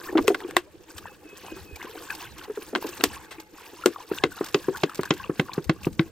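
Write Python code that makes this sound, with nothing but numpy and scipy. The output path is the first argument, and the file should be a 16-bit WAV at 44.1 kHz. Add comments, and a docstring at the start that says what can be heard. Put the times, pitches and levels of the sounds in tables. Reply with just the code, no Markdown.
"""Air gulps through the neck of a hand-held plastic bottle as water glugs into a plastic bowl.
Gulps are decaying bubble tones that ring damped bottle modes; the wall's snaps are noise bursts through resonances.
Stream and bowl are patchy coloured noise under swarms of bubble sines that climb in pitch.
Behind them a bird whistles and an animal hoots, as gliding tones, over a far hush,
low breeze noise on the microphone ports and soft low bumps."""
import sys
import numpy as np
from scipy import signal
from scipy.fft import rfft, irfft, next_fast_len
from scipy.io import wavfile
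from scipy.ndimage import uniform_filter1d, map_coordinates

SR = 44100
rng = np.random.default_rng(int(sys.argv[2]) if len(sys.argv) > 2 else 0)


def bounce(signal):
    """Save signal as a 16-bit WAV file at the path given by the first command-line argument."""
    frames = np.transpose(np.atleast_2d(signal))
    limited = np.clip(frames, -1, 1)
    pcm = np.round(limited * 32767).astype(np.int16)
    wavfile.write(sys.argv[1], SR, pcm)


N = 269451

# Air gulped into the bottle: start_s, level_db, pitch_hz, t60_s (at least 0.006 is used), ring_db
GULPS = [(0.09, -32.5, 356, 0.041, -13), (0.151, -12.5, 323.5, 0.071, -3), (0.185, -3, 340, 0.0052, -11.5),
         (0.28, -7.5, 413, 0.033, -25), (0.3, -15.5, 397, 0.055, 0), (0.445, -25, 353, 0.048, -18),
         (0.564, -20, 353, 0.07, -35), (1.326, -40.5, 404, 0.05, -7), (1.433, -39, 422, 0.021, -2),
         (1.516, -37, 319, 0.049, 3), (1.56, -40.5, 380, 0.1, -11), (1.709, -42, 400, 0.064, -5.5),
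         (1.843, -32.5, 350, 0.023, -2.5), (1.892, -39, 438, 0.055, -18), (1.954, -38, 412, 0.026, -5),
         (2.478, -31.5, 427, 0.03, -11), (2.496, -24, 420, 0.053, -10), (2.572, -23, 417, 0.036, -12.5),
         (2.729, -22, 420, 0.021, -7), (2.756, -15, 288, 0.016, -6), (2.843, -20, 432, 0.028, -9),
         (2.887, -32, 352, 0.041, -10), (2.996, -24.5, 398, 0.012, -6.5), (3.034, -15.5, 328, 0.028, -3.5),
         (3.38, -38.5, 326, 0.065, -14), (3.731, -34.5, 382, 0.027, -6), (3.857, -5.5, 377, 0.026, -6.5),
         (4.113, -12, 389, 0.022, -13), (4.237, -8.5, 379, 0.024, -8), (4.408, -11, 386, 0.022, -17.5),
         (4.544, -11.5, 404, 0.028, -6), (4.682, -12.5, 392, 0.025, -13), (4.831, -20.5, 402, 0.058, 3.5),
         (4.99, -11, 388, 0.019, -14.5), (5.104, -15, 336, 0.021, -4), (5.294, -13, 372, 0.022, -14.5),
         (5.393, -19.5, 344, 0.0095, -1), (5.577, -11, 375, 0.02, -17), (5.692, -19.5, 322, 0.082, -1.5),
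         (5.866, -13, 330, 0.026, -16), (5.992, -16.5, 329, 0.087, -8)]
# Modes of the air and water inside: pitch_hz, level_db, t60_s
BOTTLE_MODES = [(158, -18, .1), (212, -16, .09), (312, 0, .12), (372, 0, .12), (480, -3, .085),
                (560, -8, .06), (730, -12, .06)]
# The jolt deepens once the bottle is tipped up: time_s, level_over_ring_db
JOLT_LEVEL = [(0, -47), (2.6, -48), (3.9, -17.5), (4.1, -3.5), (6.11, 23)]
# Noise of the closing neck: frequency_hz, level_db
PINCH_SPECTRUM = [(350, -34), (550, -7.5), (1000, 1.5), (1500, -4.5), (2200, -14.5), (4000, -39.5)]


def gulps():
    """Bubble resonance: each air bubble pulses at its own pitch, rings the bottle's modes and jolts it."""
    out, jolts = np.zeros((2, N)), np.zeros((2, N))
    t = np.arange(SR // 4) / SR
    for s, db, hz, t60, ring_db in GULPS:
        bubble_decay = amp(4 - 60 * (t / np.clip(t60, .006, 1)) ** 1.5)
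        bubble = bubble_decay * np.sin(2 * np.pi * hz * t)
        pinch = amp(-12 - 60 * t / 0.042) * noise(PINCH_SPECTRUM, len(t))  # the neck closes behind the bubble
        jolt_db = ring_db + np.interp(s, *np.transpose(JOLT_LEVEL))
        jolt = amp(jolt_db - 60 * t / 0.049) * np.sin(2 * np.pi * 157 * t)
        ring = amp(ring_db) * ringing(BOTTLE_MODES, t, scatter_db=3.5, side_db=2, blur=18)
        onset = np.sin(np.clip(t / 0.0052, 0, 1) * np.pi / 2) ** 2
        add(out, s, amp(db) * onset * (bubble + pinch + ring), pan_db=1.0)
        add(jolts, s, amp(db) * onset * jolt)
    # a small bottle radiates no deep bass
    return highpass(jolts, 2, 120) + highpass(out, 3, 210)


# Wall snaps: start_s, level_db, treble_db (relative), colour_hz, fall_above_colour_db_per_octave, rattle_s
SNAPS = [(0.173, -14.5, -30, 1150, 10, 0.0035), (0.178, -12, -40, 1260, 26, 0.0064),
         (0.2732, -20, -19, 2000, 11, 0.0032), (0.279, -5.5, -13.5, 1940, 11, 0.0024),
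         (0.344, -14, -27.5, 1600, 26, 0.0081), (0.509, -27, -16.5, 1050, 20, 0.0023),
         (0.5664, -0.5, -19, 1540, 20, 0.0025), (0.9803, -50, 10, 2920, 7, 0.008),
         (2.104, -28, -10, 1940, 2, 0.0034), (2.7507, -8.5, -45, 1530, 7, 0.002),
         (2.757, -10, -34, 1640, 16, 0.0053), (3.008, -15.5, -44, 1510, 13, 0.0046),
         (3.038, -6.5, -5, 2370, 20, 0.003), (3.307, -29, -20, 1980, 13, 0.029),
         (3.859, -6.5, -11, 1580, 16, 0.0031), (4.237, -4.5, -31, 1130, 7, 0.0036),
         (4.544, -5.5, -37, 1080, 1.5, 0.004), (4.8339, -5, -35, 1110, 2.5, 0.0045),
         (5.033, -15.5, -21, 1390, 15, 0.002), (5.1062, -5, -40, 1100, 3.5, 0.0038),
         (5.3961, -7.5, -36, 1090, 7.5, 0.0042), (5.695, -6.5, -37, 1150, 8.5, 0.0038),
         (5.9936, -9.5, -53, 1830, 29, 0.0024)]
# Modes of the wall: pitch_hz, level_db, decay_s (bandwidth is 3 / decay_s, with at least 0.004 used)
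WALL_MODES = [(778, -7, 0.038), (1106, -0.5, 0.025), (1518, 0.5, 0.01), (2020, -0.5, 0.02),
              (2617, 1.5, 0.015), (3138, -3.5, 0.0097), (3810, -8.5, 0.0071), (4350, -10, 0.011),
              (5160, -5, 0.0036), (6480, 0.5, 0.0033)]
# Noise of the crack that drives the wall: frequency_hz, level_db
CRACK_SPECTRUM = [(200, -7), (500, 3), (1000, -3.5), (4000, -2), (6400, -15), (7500, -19), (9500, -120)]
# Treble tick beside the crack: frequency_hz, level_db
TICK_SPECTRUM = [(3240, 8), (5500, 6.5), (6670, 4.5), (8280, 8), (10300, -5.5), (14500, 2), (16500, -24)]


def snaps():
    """Snap-through buckling: a dent creaks, then pops, and its rattle of cracks excites the wall's modes."""
    out = np.zeros((2, N))
    t = np.arange(-SR // 200, SR // 10) / SR
    after = np.maximum(t, 0)
    hz_k, db_k, decay_k = np.transpose(WALL_MODES)[..., None, None]
    width = 3 / np.clip(decay_k, .004, .1)
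    for s, db, treble_db, hz, fall_db, length in SNAPS:
        age = after / np.clip(length, .0008, .03)
        spikes = amp(1.93 * np.repeat(rng.standard_normal(len(t) // 12 + 1), 12)[:len(t)])
        rattle = spikes * 3 * age * np.exp(1 - 3 * age)
        tail = amp(-13 - 60 * after / 0.092) * (1 - np.exp(-after / 0.0021))
        creak = amp(-35) * (t < .002)
        burst = rattle + tail + creak

        # modes near the dent's own colour are driven most
        octaves = np.log2(hz_k / hz)
        tilt_db = np.where(octaves > 0, fall_db, -6) * octaves
        chance = rng.standard_normal((len(WALL_MODES), 2, 1))
        chance_db = 2.7 * chance[:, :1] + 1.1 * chance[:, 1:] * [[1], [-1]]
        gain = amp(db_k - tilt_db + chance_db)

        def wall(f):
            """Modal superposition: resonances stand over the bare crack, which falls above the colour."""
            modes = gain * 1j * f * width / (hz_k ** 2 - f ** 2 + 1j * f * width)
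            return modes.sum(axis=0) + amp(-6.5 - fall_db * np.log2(1 + f / hz))

        crack = filtered(burst * noise(CRACK_SPECTRUM, len(t)), wall)
        tick = amp(treble_db + 3.5) * burst * noise(TICK_SPECTRUM, len(t))
        add(out, s + t[0], amp(db) * (crack / np.abs(crack).max() + tick), pan_db=1.5)
    return highpass(out, 2, 330)  # a thin wall radiates no bass


# Water moving in the bottle: time_s, level_db (before a fixed gain)
SLOSH = [(0, -58.5), (.2, -44), (.45, -51.5), (.8, -66.5), (1.25, -62), (1.6, -63.5), (2, -59), (2.6, -64),
         (2.9, -57), (3.4, -67), (3.7, -63), (6.11, -64.5)]
# Noise of that water: frequency_hz, level_db
GURGLE_SPECTRUM = [(120, -120), (230, -25), (310, 2.5), (400, -4), (500, -2), (620, -24), (900, -120)]
# Noise of the splash: frequency_hz, level_db
SPLASH_SPECTRUM = [(320, -48), (550, -2), (606, -50.5), (700, 8.5), (882, -12.5), (1320, 4.5), (1600, 0.5),
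                   (2470, 1), (3030, -7.5), (5500, -22), (7150, -32), (12100, -120)]
# Noise of spray and droplets: frequency_hz, level_db
SPRAY_SPECTRUM = [(2650, -1.5), (4500, 1.5), (8590, -1.5), (9580, -10.5), (15100, -0.5), (15900, -38),
                  (16500, -18)]


def stream():
    """Jet breakup: the jet splashes, sprays and drags bubbles under, while water in the bottle gurgles."""
    splash_db, spray_db = jet()
    surge_db = 2.3 * wobble(45) + 2 * wobble(12)  # the jet breaks up unevenly
    gurgle_db = curves(SLOSH)[0] + 10.5 + 0.86 * wobble(30)
    out = amp(gurgle_db) * patches(noise(GURGLE_SPECTRUM, N), 6.7, bins=1, frames=8)

    def bowl_swell(f):
        """Resonance: the wash swells around the pitches that the bowl favours."""
        peaks = [np.exp(-.5 * ((f - hz) / (BOWL_SCATTER * hz)) ** 2) for hz, _ in BOWL_PITCHES]
        return amp(BOWL_BOOST_DB * sum(peaks))

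    wash = patches(filtered(noise(SPLASH_SPECTRUM, N), bowl_swell), 4.8, bins=3, frames=5)
    spray = patches(noise(SPRAY_SPECTRUM, N), 5.0, bins=16, frames=3)
    out += amp(splash_db - 13 + surge_db) * wash
    out += amp(spray_db - 2.5 + surge_db) * spray

    middle_hz = 3000 * np.exp(0.408 * rng.standard_normal(size=2200))
    high_hz = rng.uniform(4500, 17000, size=1800)
    out += swarm(2200, bowl_hz(2200), cycles=15.8, curve_db=splash_db - 8 + surge_db, size=900)
    out += swarm(2200, middle_hz, cycles=9.6, curve_db=splash_db - 7.5 + surge_db, size=350)
    out += swarm(1800, high_hz, cycles=5, curve_db=spray_db + 8 + surge_db, size=100)
    return out + broods(count=11)


# The jet, before each layer's own gain: time_s, splash_db, spray_db
STREAM = [(0, -46.5, -49.5), (.3, -45, -48), (.48, -43, -54.5), (.72, -61.5, -68), (.96, -46, -50.5),
          (1.2, -51.5, -58), (1.5, -40.5, -48.5), (1.66, -55.5, -57.5), (1.84, -42.5, -54),
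          (2.14, -44, -44.5), (2.27, -43.5, -55), (2.315, -49, -53), (2.39, -40, -53), (2.62, -49.5, -52.5),
          (2.9, -42, -46.5), (3.36, -45.5, -56.5), (3.52, -63.5, -64), (3.58, -42.5, -51), (3.67, -42, -49),
          (4.05, -49.5, -52.5), (4.19, -48.5, -45.5), (4.29, -54.5, -59.5), (4.45, -45, -46),
          (5.04, -43.5, -55), (5.5, -49, -52.5), (5.8, -52, -58), (5.84, -50.5, -55), (5.89, -58, -51),
          (6.11, -52.5, -60)]
# Swell of splash and spray around each large bubble, and its width
SPLASH_SWELL_DB, SPRAY_SWELL_DB, SWELL_S = 2, 3.5, 0.021


def jet():
    """Unsteady flow: splash and spray swell where a slug of water lands with each large bubble."""
    t = np.arange(0, N, 64) / SR
    slugs = np.tanh(sum(np.exp(-.5 * ((t - row[0]) / SWELL_S) ** 2) for row in BUBBLES))
    slugs = np.interp(np.arange(N) / SR, t, slugs - slugs.mean())
    splash_db, spray_db = curves(STREAM)
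    return splash_db + SPLASH_SWELL_DB * slugs, spray_db + SPRAY_SWELL_DB * slugs


# Single large bubbles in the bowl: start_s, level_db, pitch_hz, life_cycles
BUBBLES = [(0.015, -27, 1540, 6.6), (0.074, -24.5, 1340, 6.9), (0.088, -24.5, 1760, 21),
           (0.404, -24.5, 1770, 3.5), (0.67, -46, 598, 30), (1.056, -22.5, 880, 4.4),
           (1.073, -30, 1650, 13), (1.446, -32.5, 730, 8.1), (1.483, -26.5, 900, 3.8),
           (1.758, -34, 2300, 35), (1.816, -23, 2040, 9.1), (1.828, -26.5, 940, 6.2),
           (1.953, -31, 716, 8.9), (1.979, -28.5, 1510, 8.5), (2.087, -32, 1550, 18),
           (2.101, -21, 2470, 25), (2.103, -17.5, 1650, 16), (2.112, -31, 1560, 42),
           (2.208, -26.5, 2640, 9), (2.242, -32, 3330, 17), (2.271, -36, 2080, 18), (2.222, -36, 966, 18),
           (2.414, -29, 1420, 9.5), (2.826, -18, 835, 1.3), (2.849, -34, 746, 7.7),
           (2.931, -30.5, 2670, 24), (3, -30, 4050, 20), (3.1, -34, 2660, 19), (3.177, -41, 3380, 18),
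           (3.384, -36, 2370, 14), (3.665, -34.5, 2440, 8.3), (3.837, -20.5, 1340, 16),
           (3.961, -19.5, 1110, 6.7), (3.985, -32.5, 750, 6), (4.003, -29.5, 965, 15),
           (4.124, -31, 2580, 13), (4.136, -26, 1560, 9.7), (4.175, -31, 3630, 31), (4.177, -27, 1495, 16),
           (4.185, -16, 2740, 8.2), (4.186, -18.5, 3480, 7.6), (4.319, -28.5, 1460, 17),
           (4.378, -26.5, 1350, 10), (4.387, -29, 3740, 13), (4.44, -29, 1410, 9), (4.441, -34, 5200, 27),
           (4.459, -29, 3630, 11), (4.47, -29, 1600, 7.2), (4.642, -32.5, 1600, 21), (4.748, -25, 1440, 26),
           (4.762, -22, 1610, 6.2), (4.895, -24.5, 1270, 10), (4.916, -31, 1160, 10),
           (5.056, -21.5, 1590, 12), (5.2, -26.5, 1040, 19), (5.198, -30, 1560, 24), (5.226, -37, 1530, 14),
           (5.24, -25.5, 2700, 20), (5.245, -24.5, 1100, 7), (5.486, -26, 1430, 6.3),
           (5.494, -21.5, 994, 8.4), (5.517, -31, 2370, 15), (5.534, -18, 4050, 7.4),
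           (5.549, -32, 1190, 7.2), (5.553, -37, 1550, 8.6), (5.762, -39, 1130, 16), (5.792, -45, 1580, 18),
           (5.832, -31.5, 2600, 15), (5.847, -18, 2510, 7.6)]
# Smaller bubbles: level under the large one, level scatter, time spread
BROOD_DB, BROOD_SPREAD_DB, BROOD_S = -13, 2.5, .025
BROOD_OVER_DB = 21.5  # cap over the splash curve on the level that a clump takes from its large bubble


def broods(count):
    """Bubble entrainment: each large bubble drags a clump of smaller ones along."""
    s, db, hz, cycles = np.transpose(BUBBLES)
    top_db = np.interp(s, *np.transpose(STREAM)[:2]) + BROOD_OVER_DB
    late, bulk, side, life = rng.standard_normal((len(s) * count, 4)).T
    when = np.clip(np.repeat(s, count) + BROOD_S * (late + .5), 0, N / SR - .01)
    small_db = np.repeat(np.minimum(db, top_db), count) + BROOD_DB + BROOD_SPREAD_DB * bulk
    small_cycles = 12 * np.exp(.4 * life)
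    small = bubbles(when, small_db, bowl_hz(len(when)), 3 * side, small_cycles, rise=.06, size=900)
    large = bubbles(s, db, hz, 4.2, cycles, rise=0.05, size=1200)
    return small + large + risers()


# Bubbles that break through the surface: start_s, level_db, starting_pitch_hz, life_cycles
RISERS = [(1.053, -39, 830, 22), (2.36, -46, 946, 31), (3.099, -36, 775, 29.7)]


def risers():
    """Rising bubble resonance: long bubbles sweep widely upward as they break through the surface."""
    s, db, hz, cycles = np.transpose(RISERS)
    return bubbles(s, db, hz, 1, cycles, rise=0.92, size=2400)


def swarm(count, hz, cycles, curve_db, size):
    """Random superposition: bubbles at chance moments, few loud and many soft."""
    when, bulk, side, life = rng.random((count, 4)).T
    at = (when * (N - 1)).astype(int)
    level_db = curve_db[at] - 3.8 * np.log(bulk + .045)
    rise = .25 * life[:, None] ** 3
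    return bubbles(at / SR, level_db, hz, 6 * (side - .5), cycles * (.5 + life), rise, size)


# Pitches that the bubbles favour: pitch_hz, share (relative)
BOWL_PITCHES = [(860, .15), (1080, 0.23), (1600, 0.26), (2650, 0.16), (3300, 0.053)]
BOWL_SCATTER, BOWL_BOOST_DB = .07, 6  # relative pitch spread about them; swell of the wash there


def bowl_hz(count):
    """Resonant selection: random bubble pitches cluster around those that the bowl favours."""
    favoured, share = np.transpose(BOWL_PITCHES)
    chosen = rng.choice(favoured, size=count, p=share / share.sum())
    return chosen * np.exp(BOWL_SCATTER * rng.standard_normal(size=count))


def bubbles(s, db, hz, pan_db, cycles, rise, size):
    """Damped bubble oscillation: sines swell and die as pitch climbs by the share rise over a life."""
    t = np.arange(size) / SR
    age = t * (hz / cycles)[:, None]  # in lives
    envelope = 1.38 * np.exp(-3 * age) * (1 - np.exp(-6 * age))
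    wave = envelope * np.sin(2 * np.pi * hz[:, None] * t * (1 + rise * age / 2))
    at = (np.round(s * SR).astype(int)[:, None] + np.arange(size)).ravel()
    sides = [(wave * amp(db + side * pan_db / 2)[:, None]).ravel() for side in (1, -1)]
    return np.array([np.bincount(at, x, N + size)[:N] for x in sides])


# Spits of fine droplets, before a fixed gain: start_s, level_db
SPITS = [(0.2234, -33.5), (1.758, -29.5), (1.8264, -34), (2.0223, -33.5), (2.15, -27), (2.381, -31),
         (2.865, -25.5), (2.888, -28.5), (2.945, -53), (2.978, -52), (3.3194, -41), (3.399, -28.5),
         (4.324, -36), (4.365, -33.5), (4.4432, -25.5), (4.462, -26), (4.485, -29), (4.7566, -28),
         (4.7705, -23.5), (4.809, -35), (4.8953, -34), (4.9459, -25), (4.954, -26), (4.973, -29),
         (5.009, -28), (5.053, -25.5), (5.1381, -28.5), (5.175, -36), (5.536, -25.5), (5.6425, -30.5),
         (5.832, -27), (5.8524, -28.5), (5.9272, -36.5)]


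def spits():
    """Impact noise: short ragged bursts of droplets are thrown on the bowl."""
    out, t = np.zeros((2, N)), np.arange(SR // 20) / SR
    for s, db in SPITS:
        ragged_db = 3 * np.repeat(rng.standard_normal(len(t) // 60 + 1), 60)[:len(t)]
        drops = noise(SPRAY_SPECTRUM, len(t)) + amp(-31.0) * noise(SPLASH_SPECTRUM, len(t))
        decay = amp(db - 8.5 + ragged_db - 60 * t / 0.046)  # t60 of 46 ms
        add(out, s, decay * np.clip(t / .001, 0, 1) * drops)
    return out


# Bird notes: start_s, length_s, pitch_hz, level_db
WHISTLE = [(1.03, .125, 2610, -56), (1.238, .135, 2560, -50.5), (1.435, .165, 2505, -51.5),
           (1.66, .145, 2500, -51)]
# Shape of one note: share_of_length, pitch_ratio, relative_level_db
NOTE_SHAPE = [(0, 1.045, -10), (.3, 1.008, -3), (.55, 1, 0), (1, 1.008, -11)]
# An arched bird call: time_s, pitch_hz, level_db
CHIRP = [(2.282, 3850, -66), (2.303, 4080, -57), (2.328, 4060, -57), (2.345, 3400, -63), (2.37, 2550, -62)]
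# The far hoot: time_s, pitch_hz, level_db
HOOT = [(3.14, 395, -66), (3.24, 430, -60), (3.33, 432, -62), (3.41, 431, -55), (3.47, 426, -66),
        (3.54, 424, -76)]
# Its harmonics: multiple_of_pitch, level_db
HOOT_PARTIALS = [(1, -5), (2, -1.5), (5, -5)]


def animals():
    """Interaural delay: the bird sits to one side, the hoot comes from far off to the other."""
    calls = [[(s + share * length, hz * ratio, db + shape_db) for share, ratio, shape_db in NOTE_SHAPE]
             for s, length, hz, db in WHISTLE]
    bird = sum(tone(call, [(1, 0)], waver=.002, flutter_db=2) for call in calls + [CHIRP])
    hoot = tone(HOOT, HOOT_PARTIALS, waver=.007, flutter_db=4.5)
    return np.array([bird + np.roll(hoot, 8), np.roll(bird, 3) + hoot])


def tone(rows, partials, waver, flutter_db):
    """Harmonic synthesis: a call follows its pitch and level, silent outside its rows."""
    hz, db = curves(rows)
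    t = np.arange(N) / SR
    turn = 2 * np.pi * np.cumsum(hz * (1 + waver * wobble(67))) / SR
    on = (t > rows[0][0]) & (t < rows[-1][0])
    voice = sum(amp(level) * np.sin(k * turn) for k, level in partials)
    return on * np.sqrt(2) * amp(db + flutter_db * wobble(70)) * voice


# Breeze, before a fixed gain: time_s, level_db
BREEZE = [(0, -64), (.2, -50), (.72, -63.5), (1, -59), (1.3, -66), (1.45, -61), (1.55, -54.5),
          (1.82, -56.5), (1.92, -59), (2.85, -62), (3.1, -52.5), (3.6, -68), (4.5, -53), (5.2, -55.5),
          (5.45, -54), (5.85, -48), (6.11, -48)]
# Noise of the buffeting: frequency_hz, level_db
RUMBLE_SPECTRUM = [(15, -42), (35, -7), (60, -0.5), (85, 2), (130, -5), (230, -4.5), (320, -36),
                   (500, -120)]


def breeze():
    """Turbulent pressure: buffeting comes in lumps and differs from port to port."""
    lumps = amp(3.5 * wobble(9) + 3.5 * np.array([wobble(16), wobble(16)]))
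    rumble = noise(RUMBLE_SPECTRUM, N, [(50, -.1), (200, .6)])
    return amp(curves(BREEZE)[0] + 3) * unit(lumps * rumble)


# Low bumps on the microphone: start_s, level_db, pitch_hz
BUMPS = [(0.181, -47, 62), (0.95, -47, 83), (1.53, -52, 65), (1.611, -47, 89), (1.726, -39, 76.5),
         (3.07, -47, 70), (3.14, -52, 69), (5.664, -35.5, 69), (5.83, -47, 80), (5.92, -41, 70)]
BUMP_PEAK_S = 0.0082  # time to the peak of the envelope


def bumps():
    """Transient pressure: short low pushes are stronger on one port or the other."""
    out, t = np.zeros((2, N)), np.arange(SR // 6) / SR
    envelope = t / BUMP_PEAK_S * np.exp(1 - t / BUMP_PEAK_S)
    for (s, db, hz), side in zip(BUMPS, rng.standard_normal(len(BUMPS))):
        add(out, s, amp(db) * envelope * np.sin(2 * np.pi * hz * t), pan_db=14 * np.sign(side))
    return out


# Far outdoor air: frequency_hz, level_db
AIR_SPECTRUM = [(300, -40), (550, 0), (1000, -6), (3000, -12), (8500, -18), (9500, -24), (15500, -24),
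                (16500, -40)]


def hush():
    """Diffuse field: a steady far hush, nearly unrelated on the two sides."""
    return amp(-63) * noise(AIR_SPECTRUM, N, [(500, 0.13), (5000, .1)])


def amp(db):
    """Decibel law: level to amplitude ratio."""
    return 10 ** (np.asarray(db) / 20)


def unit(x):
    """Normalisation to an rms of 1."""
    return x / np.sqrt(np.mean(x ** 2) + 1e-20)


def along(points, hz):
    """Logarithmic frequency scale: interpolates (frequency_hz, value) points."""
    f, v = np.transpose(points)
    return np.interp(np.log(hz + 1), np.log(f + 1), v)


def curves(rows):
    """Linear interpolation: one value per sample for each column after the time."""
    s, *cols = np.transpose(rows)
    return [np.interp(np.arange(N) / SR, s, c) for c in cols]


def wobble(rate):
    """Slow random modulation: a smooth curve with rate knots a second."""
    knots = rng.standard_normal(int(N * rate / SR) + 4)
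    return map_coordinates(knots, [np.arange(N) * rate / SR])


def filtered(x, response):
    """Linear filtering: multiplies the spectrum by a complex response of frequency."""
    m = next_fast_len(x.shape[-1] + 4096)
    return irfft(rfft(x, m) * response(np.fft.rfftfreq(m, 1 / SR)), m)[..., :x.shape[-1]]


def highpass(x, order, hz):
    """Low-frequency roll-off by a Butterworth filter."""
    return signal.sosfilt(signal.butter(order, hz, "high", fs=SR, output="sos"), x)


# Likeness of left and right: frequency_hz, correlation
LIKENESS = [(200, .97), (500, .8), (1000, .8), (3000, .72), (8000, .66), (16000, .55)]


def noise(spectrum, size, alike=LIKENESS):
    """Partial coherence: coloured stereo noise of rms 1 whose two sides are partly alike."""
    def colour(hz):
        """Mid-side balance that sets the correlation at each frequency."""
        turn = np.arccos(np.clip(along(alike, hz), -1, 1)) / 2
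        return amp(along(spectrum, hz)) * [np.cos(turn), np.sin(turn)]

    mid, side = filtered(rng.standard_normal((2, size)), colour)
    return unit(np.array([mid + side, mid - side]))


def patches(x, depth_db, bins, frames):
    """Spectral modulation: random gain over time and frequency makes each band swell on its own."""
    z = signal.stft(x, nperseg=256)[2]
    field = uniform_filter1d(rng.standard_normal(z.shape[1:]), size=bins, axis=0)
    field = uniform_filter1d(field, size=frames, axis=1)
    return unit(signal.istft(z * amp(depth_db * unit(field)), nperseg=256)[1][:, :N])


def ringing(modes, t, scatter_db, side_db, blur):
    """Damped modes: strengths vary by blow and port, and moving water makes the phase wander."""
    out = 0
    for hz, db, t60 in modes:
        chance_db = scatter_db * rng.standard_normal() + side_db * rng.standard_normal() * np.array([[1], [-1]])
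        walk = np.cumsum(rng.standard_normal(len(t)))
        wander = blur * uniform_filter1d(walk, size=120) / np.sqrt(SR)
        out = out + amp(db + chance_db - 60 * t / t60) * np.sin(2 * np.pi * hz * t + wander)
    return out


def add(out, s, sound, pan_db=0):
    """Superposition: mixes a sound into the stereo track at time s."""
    part = out[:, round(s * SR):][:, :sound.shape[-1]]
    part += (sound * amp([[pan_db / 2], [-pan_db / 2]]))[:, :part.shape[1]]


# Phase between the microphone ports: frequency_hz, left_lead_rad
PORT_LEAD = [(1000, 0), (3800, .3), (6000, 1.3), (16000, 1.1)]


def scene():
    """Superposition: near sounds reach the ports with a phase lead, over the animals and the air."""
    near = gulps() + snaps() + stream() + spits()
    ports = filtered(near, lambda hz: np.exp(1j * along(PORT_LEAD, hz) * [[.5], [-.5]]))
    return ports + animals() + breeze() + bumps() + hush()


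def record(dry):
    """Saturation and band limit: the phone rounds off high peaks and keeps nothing above 16.6 kHz."""
    held = dry / (1 + np.abs(dry / .87) ** 6) ** (1 / 6)
    return filtered(held, lambda hz: np.clip((16600 - hz) / 700, 0, 1) ** 2)


dry = scene()
out = record(dry)
bounce(out)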